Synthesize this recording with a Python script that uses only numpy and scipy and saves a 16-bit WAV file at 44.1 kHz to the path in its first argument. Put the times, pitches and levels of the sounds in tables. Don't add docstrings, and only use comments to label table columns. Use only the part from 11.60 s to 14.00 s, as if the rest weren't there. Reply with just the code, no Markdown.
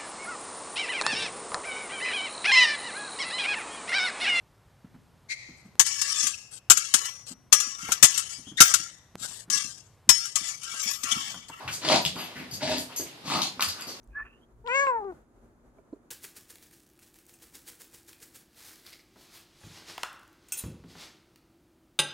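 import sys
import numpy as np
from scipy import signal
from scipy.fft import rfft, irfft, next_fast_len
from scipy.io import wavfile
from scipy.ndimage import uniform_filter1d

SR = 44100
rng = np.random.default_rng(int(sys.argv[2]) if len(sys.argv) > 2 else 0)


def transcribe(u):
    v = np.clip(np.atleast_2d(u).T, -1, 1)
    q = np.round(v * 32767).astype(np.int16)
    wavfile.write(sys.argv[1], SR, q)


def rack_gain(trim_db):
    fader = np.asarray(trim_db, float)
    return 10 ** (fader / 20)


N = 105840
T_S = np.arange(N) / SR
BRIEF_S, SHORT_S, LONG_S = T_S[:400], T_S[:11025], T_S[:22050]


def unit(x):
    return x / np.sqrt(np.mean(x ** 2) + 1e-20)


def band(x, hz, width_hz):
    return signal.lfilter(*signal.iirpeak(hz, hz / width_hz, fs=SR), x)


def body(x, peaks):
    return sum((-1) ** k * rack_gain(db) * unit(band(x, hz, width_hz))
               for k, (hz, width_hz, db) in enumerate(peaks))


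def shape(table, hz):
    table_hz, value = np.array(table).T
    return np.interp(np.log(hz + 1), np.log(table_hz), value)


def add(out, start_s, x):
    i = int(start_s * SR)
    out[i:i + len(x)] += x[:N - i]


def ring(hz, t60_s, turn=0.):
    return np.sin(2 * np.pi * (hz * SHORT_S + turn)) * np.exp(-np.log(1000) * SHORT_S / t60_s)


def air():
    # [f/Hz, level/dB per Hz]
    air_spectrum = [(30, -4), (55, -9), (95, -2), (330, 0), (740, -3), (1300, -10), (4800, -9), (6500, -21),
                    (14000, -24)]
    hz = np.fft.rfftfreq(N, 1 / SR)
    mid, side = rfft(rng.standard_normal((2, N))) * rack_gain(shape(air_spectrum, hz))
    side = side * np.clip(hz / 1200, .3, 1)
    return unit(irfft(np.array([mid + side, mid - side]), N)) * rack_gain(-49)


def scuffs():
    # [t/s, swell/s, fade/s per 20 dB, level/dB, centre f/Hz]
    scuff_events = [(0., .005, .15, -45, 900), (.076, .004, .06, -38, 2600), (.078, .01, .06, -44, 1200),
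                    (.108, .03, .06, -36, 6500), (.453, .008, .07, -35, 3600), (.555, .01, .25, -45, 950),
                    (.56, .04, .18, -43, 2900), (.74, .03, .15, -45, 2000), (.74, .05, .12, -47, 240),
                    (.905, .035, .06, -44, 6500), (.937, .003, .05, -44, 5500), (.995, .02, .05, -46, 1750),
                    (1.165, .03, .07, -41, 8000), (1.285, .02, .07, -51, 1000),
                    (1.361, .002, .11, -38, 7000), (1.64, .06, .15, -46, 7000),
                    (1.996, .003, .03, -40, 2000), (1.39, .01, .06, -43, 400),
                    (1.817, .004, .075, -32, 3900), (2.003, .02, .06, -33, 4200),
                    (2.006, .02, .06, -35, 8000), (2.08, .01, .08, -37, 4500), (2.17, .04, .08, -48, 2400),
                    (2.17, .04, .07, -52, 7600), (.52, .06, .12, -52, 7600), (1.29, .03, .25, -53, 2800),
                    (1.46, .01, .08, -52, 2750), (.53, .04, .12, -46, 250), (.21, .04, .08, -43, 280),
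                    (.22, .03, .08, -43, 1500), (.02, .05, .1, -47, 110), (.88, .05, .1, -50, 110),
                    (1.02, .05, .15, -48, 100), (2.11, .08, .3, -52, 1200), (2.0, .02, .09, -37, 1300),
                    (2.268, .015, .15, -44, 5000), (2.272, .005, .07, -46, 450)]
    grains_hz, grain_db, width_ratio, skirt_db = 9000, 3.5, .7, -4
    out = np.zeros(N)
    for start_s, swell_s, fade_s, db, hz in scuff_events:
        chance, sign, size = rng.random((3, len(LONG_S)))
        grains = (chance < grains_hz / SR) * np.sign(sign - .5)
        grains = grains * rack_gain(-grain_db * np.log(size + .015))
        core = band(band(grains, hz, hz * width_ratio), hz, hz * width_ratio)
        skirt = band(grains, hz, 1.4 * hz)
        tone = unit(core) + rack_gain(skirt_db) * unit(skirt)
        swell = np.minimum(LONG_S / max(swell_s, 1e-3), 1)
        fade = rack_gain(-20 * np.maximum(LONG_S - swell_s, 0) / fade_s)
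        add(out, start_s, tone * rack_gain(db) * swell * fade)
    return out


def clicks():
    # [t/s, peak level/dB, pitch f/Hz, rise/s, bright edge re peak/dB]
    click_events = [(.0775, -26, 1300, .0004, -8), (.0783, -28, 2600, .0005, -8),
                    (.089, -28, 1500, .0007, -10), (.2383, -28, 1100, .0005, -8),
                    (.2875, -14, 3250, .0007, -6), (.299, -16, 680, .001, -14), (.319, -13, 700, .0007, -8),
                    (.326, -17, 4400, .0005, -10), (.329, -15, 2370, .0005, -8),
                    (.349, -16, 850, .0007, -10), (.3615, -17, 4200, .0003, -8),
                    (.4511, -14, 3100, .0003, -4), (.4535, -23, 5000, .0005, -8),
                    (.462, -18, 3300, .0004, -4), (.464, -20, 3000, .0004, -6),
                    (.478, -23, 4500, .0005, -8), (.559, -31, 2500, .0004, -6),
                    (1.183, -24, 4280, .0003, -6), (1.711, -24, 1100, .0005, -10),
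                    (1.8185, -17, 3900, .001, -2), (1.8305, -22, 4400, .0008, -5),
                    (1.837, -25, 3800, .001, -8), (1.87, -26, 4200, .001, -8),
                    (1.9953, -17, 1200, .0005, -5), (2.0063, -23, 1250, .0005, -6),
                    (2.0078, -17, 3900, .0004, -3), (2.0243, -16, 2600, .0004, -1),
                    (2.0275, -18, 1600, .0004, -3), (2.0335, -23, 8500, .0006, -3),
                    (2.08, -28, 6700, .0003, 0), (2.084, -32, 13500, .0004, -2),
                    (2.088, -26, 6600, .0003, 0), (2.099, -27, 4800, .0008, -6),
                    (2.0241, -21, 12500, .0003, 0), (2.21, -35, 7000, .0003, 0),
                    (2.222, -30, 4800, .0004, -6)]
    upper_ratio, upper_db, edge_s = 1.6, -5, .001
    out = np.zeros(N)
    for start_s, db, hz, rise_s, edge_db in click_events:
        bite = BRIEF_S / rise_s * np.exp(1 - BRIEF_S / rise_s)
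        upper = np.sin(2 * np.pi * min(upper_ratio * hz, 15000) * BRIEF_S)
        tone = np.sin(2 * np.pi * hz * BRIEF_S) + rack_gain(upper_db) * upper
        width_hz = 1.8 * min(hz, 6000)
        crack = band(rng.standard_normal(len(BRIEF_S)), hz, width_hz)
        crack = unit(band(crack, min(upper_ratio * hz, 13000), width_hz))
        edge = rack_gain(edge_db) * crack * np.exp(-BRIEF_S / edge_s)
        add(out, start_s, rack_gain(db) * (bite * tone + edge))
    return out


def tags():
    # [t/s, small-tag peak/dB, big-tag level/dB, third-tag level/dB]
    tag_hits = [(0.1106, -46, -50, -48), (0.1274, -46, -42, -43), (0.4179, -38, -35, -48),
                (0.5584, -51, -46, -58), (0.5806, -45, -43, -54), (0.6045, -42, -51, -55),
                (0.6399, -43, -51, -53), (0.7781, -51, -55, -64), (0.9118, -40, -41, -55),
                (0.9374, -40, -38, -51), (1.0944, -46, -41, -48), (1.1677, -40, -41, -53),
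                (1.1817, -36, -41, -54), (1.3624, -31, -44, -40), (1.3734, -34, -47, -38),
                (1.3862, -32, -43, -38), (1.7664, -43, -42, -51), (2.0088, -34, -35, -44),
                (2.0444, -43, -33, -45), (2.0872, -40, -37, -53), (2.2089, -49, -43, -58),
                (2.2702, -43, -43, -60), (2.2844, -52, -43, -60)]
    # [f/Hz, level/dB, t60/s]
    small_tag = [(11690, -5, .09), (11780, -1.5, .11), (8900, -18, .08)]
    big_tag = [(4720, 1.5, .1), (4800, .5, .11), (4960, -1.5, .1), (4500, -5, .12)]
    third_tag = [(6460, 3, .13), (6520, -1.5, .1), (6120, -5, .1)]
    level_db, tick_db, bounce_s, spread = -3, 7, .01, .007
    out = np.zeros(N)
    for start_s, db, big_db, third_db in tag_hits:
        modes = []
        for tag, tag_db in ((small_tag, db), (big_tag, big_db), (third_tag, third_db)):
            modes += [(hz, mode_db + tag_db, t60_s) for hz, mode_db, t60_s in tag]
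        tick = rack_gain(db + tick_db) * ring(13000, .001)
        for k, luck in enumerate(rng.standard_normal((3, 11))):
            rings = sum(rack_gain(mode_db) * ring(hz * (1 + spread * u), t60_s, 2 * u)
                        for (hz, mode_db, t60_s), u in zip(modes, luck))
            bounce_at_s = start_s + k * bounce_s * np.exp(luck[-1] / 2)
            add(out, bounce_at_s, rack_gain(level_db - 4 * k) * (rings + tick))
    return out


def snorts():
    # [t/s, flutter level/dB, hiss re flutter/dB]
    snort_curves = [
        [(.21, -60, 8), (.24, -41, 5), (.29, -30, 2), (.33, -23.5, 0), (.385, -31, 0), (.42, -45, 4)],
        [(1.005, -58, 3), (1.03, -35, -2), (1.12, -33, 0), (1.175, -36, 0), (1.2, -46, 4), (1.24, -60, 3)],
        [(1.635, -58, -3), (1.67, -38, -2), (1.712, -30.5, -2), (1.78, -32, -3), (1.84, -39, -1), (1.9, -54, 2)],
    ]
    # [f/Hz, width/Hz, level/dB]
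    nose_peaks = [
        [(230, 160, -5), (380, 90, -6), (640, 70, -2), (800, 90, -8), (955, 60, -3), (1400, 500, -14)],
        [(150, 80, -13), (285, 70, -4), (638, 40, -1.5), (870, 70, -6), (960, 90, -8), (1700, 200, -12)],
        [(200, 70, -3), (330, 120, -8), (700, 150, -6), (880, 90, -5), (1110, 160, -3), (1330, 250, -8)],
    ]
    flutter_rates = [62, 46, 48]
    # [f/Hz, width/Hz, level/dB]
    hiss_peaks = [(1900, 900, -7), (2850, 700, -2.5), (3700, 800, -1), (4600, 900, 0), (7000, 3000, -7),
                  (10500, 3000, -20)]
    jitter, scatter_db, hiss_gating = .2, 2.5, .9
    puff_share, puff_decay_cycles, puff_leak = .8, .3, .25
    out = np.zeros(N)
    for curve, nose, hz in zip(snort_curves, nose_peaks, flutter_rates):
        knot_s, flutter_db, hiss_db = np.array(curve).T
        period_luck, size_luck = rng.standard_normal((2, 100))
        puff_air, hiss_air = rng.standard_normal((2, len(LONG_S)))
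        flaps_s = np.cumsum(np.exp(jitter * period_luck) / hz)
        turns = np.interp(LONG_S, flaps_s, np.arange(len(flaps_s)))
        cycle = turns.astype(int)
        size = rack_gain(scatter_db * size_luck)[cycle]
        gate = (puff_leak + np.exp(-(turns - cycle) / puff_decay_cycles)) * size
        flap = unit(np.diff(cycle, prepend=0) * size)
        puff = unit(gate * puff_air)
        voice = unit(body((1 - puff_share) * flap + puff_share * puff, nose))
        hiss = unit(body((1 + hiss_gating * unit(gate)) * hiss_air, hiss_peaks))
        at_s = LONG_S + knot_s[0]
        level = rack_gain(np.interp(at_s, knot_s, flutter_db)) * (LONG_S < knot_s[-1] - knot_s[0])
        add(out, knot_s[0], level * (voice + rack_gain(np.interp(at_s, knot_s, hiss_db)) * hiss))
    return out


def knocks():
    # [t/s, peak level/dB, pitch f/Hz]
    thump_events = [(0.459, -25, 172), (0.559, -35, 178), (0.759, -36, 207), (0.799, -36, 186),
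                    (0.819, -36, 283), (0.945, -40, 194), (1.177, -26, 277), (1.209, -34, 288),
                    (1.397, -35, 318), (1.411, -35, 272), (1.974, -36, 253), (2.029, -35, 205),
                    (2.069, -38, 91.5), (2.271, -35, 248)]
    cycles, boom_hz, boom_db, push_s = 5, 85, -15, .0003
    soft = np.zeros(N)
    for start_s, db, hz in thump_events:
        hollow = ring(hz, cycles * 3 / hz)
        boom = rack_gain(boom_db) * ring(boom_hz, .12)
        overtone = rack_gain(-8) * ring(2.2 * hz, .03)
        add(soft, start_s, rack_gain(db - 3) * (hollow + boom + overtone))
    push = np.exp(-BRIEF_S / push_s) * BRIEF_S
    return np.convolve(soft, push / push.sum())[:N]


def room(x):
    # [f/Hz, t60/s]
    room_decay = [(150, .4), (600, .26), (2500, .27), (8000, .22)]
    gap_s, wide_hz = .003, 900
    tail = 0
    for hz, t60_s in room_decay:
        mid = unit(band(rng.standard_normal(len(LONG_S)), hz, 1.2 * hz))
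        side = unit(band(rng.standard_normal(len(LONG_S)), hz, 1.2 * hz))
        cloud = mid + min(hz / wide_hz, 1) * side * np.array([[1], [-1]])
        tail = tail + np.sqrt(hz) * cloud * rack_gain(-60 * LONG_S / t60_s) * (LONG_S > gap_s)
    size = next_fast_len(N + len(LONG_S))
    spec = rfft(tail, size)
    power = uniform_filter1d(np.abs(spec) ** 2, size=4001, mode="mirror")
    flat = spec / np.sqrt(power)
    return irfft(rfft(x, size) * flat, size)[:, :N]


def two_ports(x):
    # [f/Hz, left re right/dB]
    left_right = [(100, -.6), (1000, -.6), (2500, 5), (5000, 5), (9000, -1.5), (13000, 11)]
    left_lag_s = 2.7 / SR
    size = next_fast_len(N + 512)
    hz = np.fft.rfftfreq(size, 1 / SR)
    half = rack_gain(shape(left_right, hz) / 2) * np.exp(-1j * np.pi * hz * left_lag_s)
    return irfft(rfft(x, size) * np.array([half, 1 / half]), size)[:, :N]


def scene():
    room_db, click_room_db = -.5, -2
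    sharp = clicks()
    dog = scuffs() + tags() + snorts() + knocks()
    reverb = room(dog + rack_gain(click_room_db) * sharp)
    return two_ports(dog + sharp) + rack_gain(room_db) * reverb + air()


def band_limit(x):
    return signal.sosfilt(signal.butter(12, 15800, fs=SR, output="sos"), x)


def record(dry):
    low_cut = signal.butter(3, 70, "high", fs=SR, output="sos")
    top_cut = signal.cheby2(5, 35, 15700, fs=SR, output="sos")
    mix = signal.sosfilt(np.vstack([low_cut, top_cut]), dry)
    return band_limit(mix)


dry = scene()
out = record(dry)
transcribe(out)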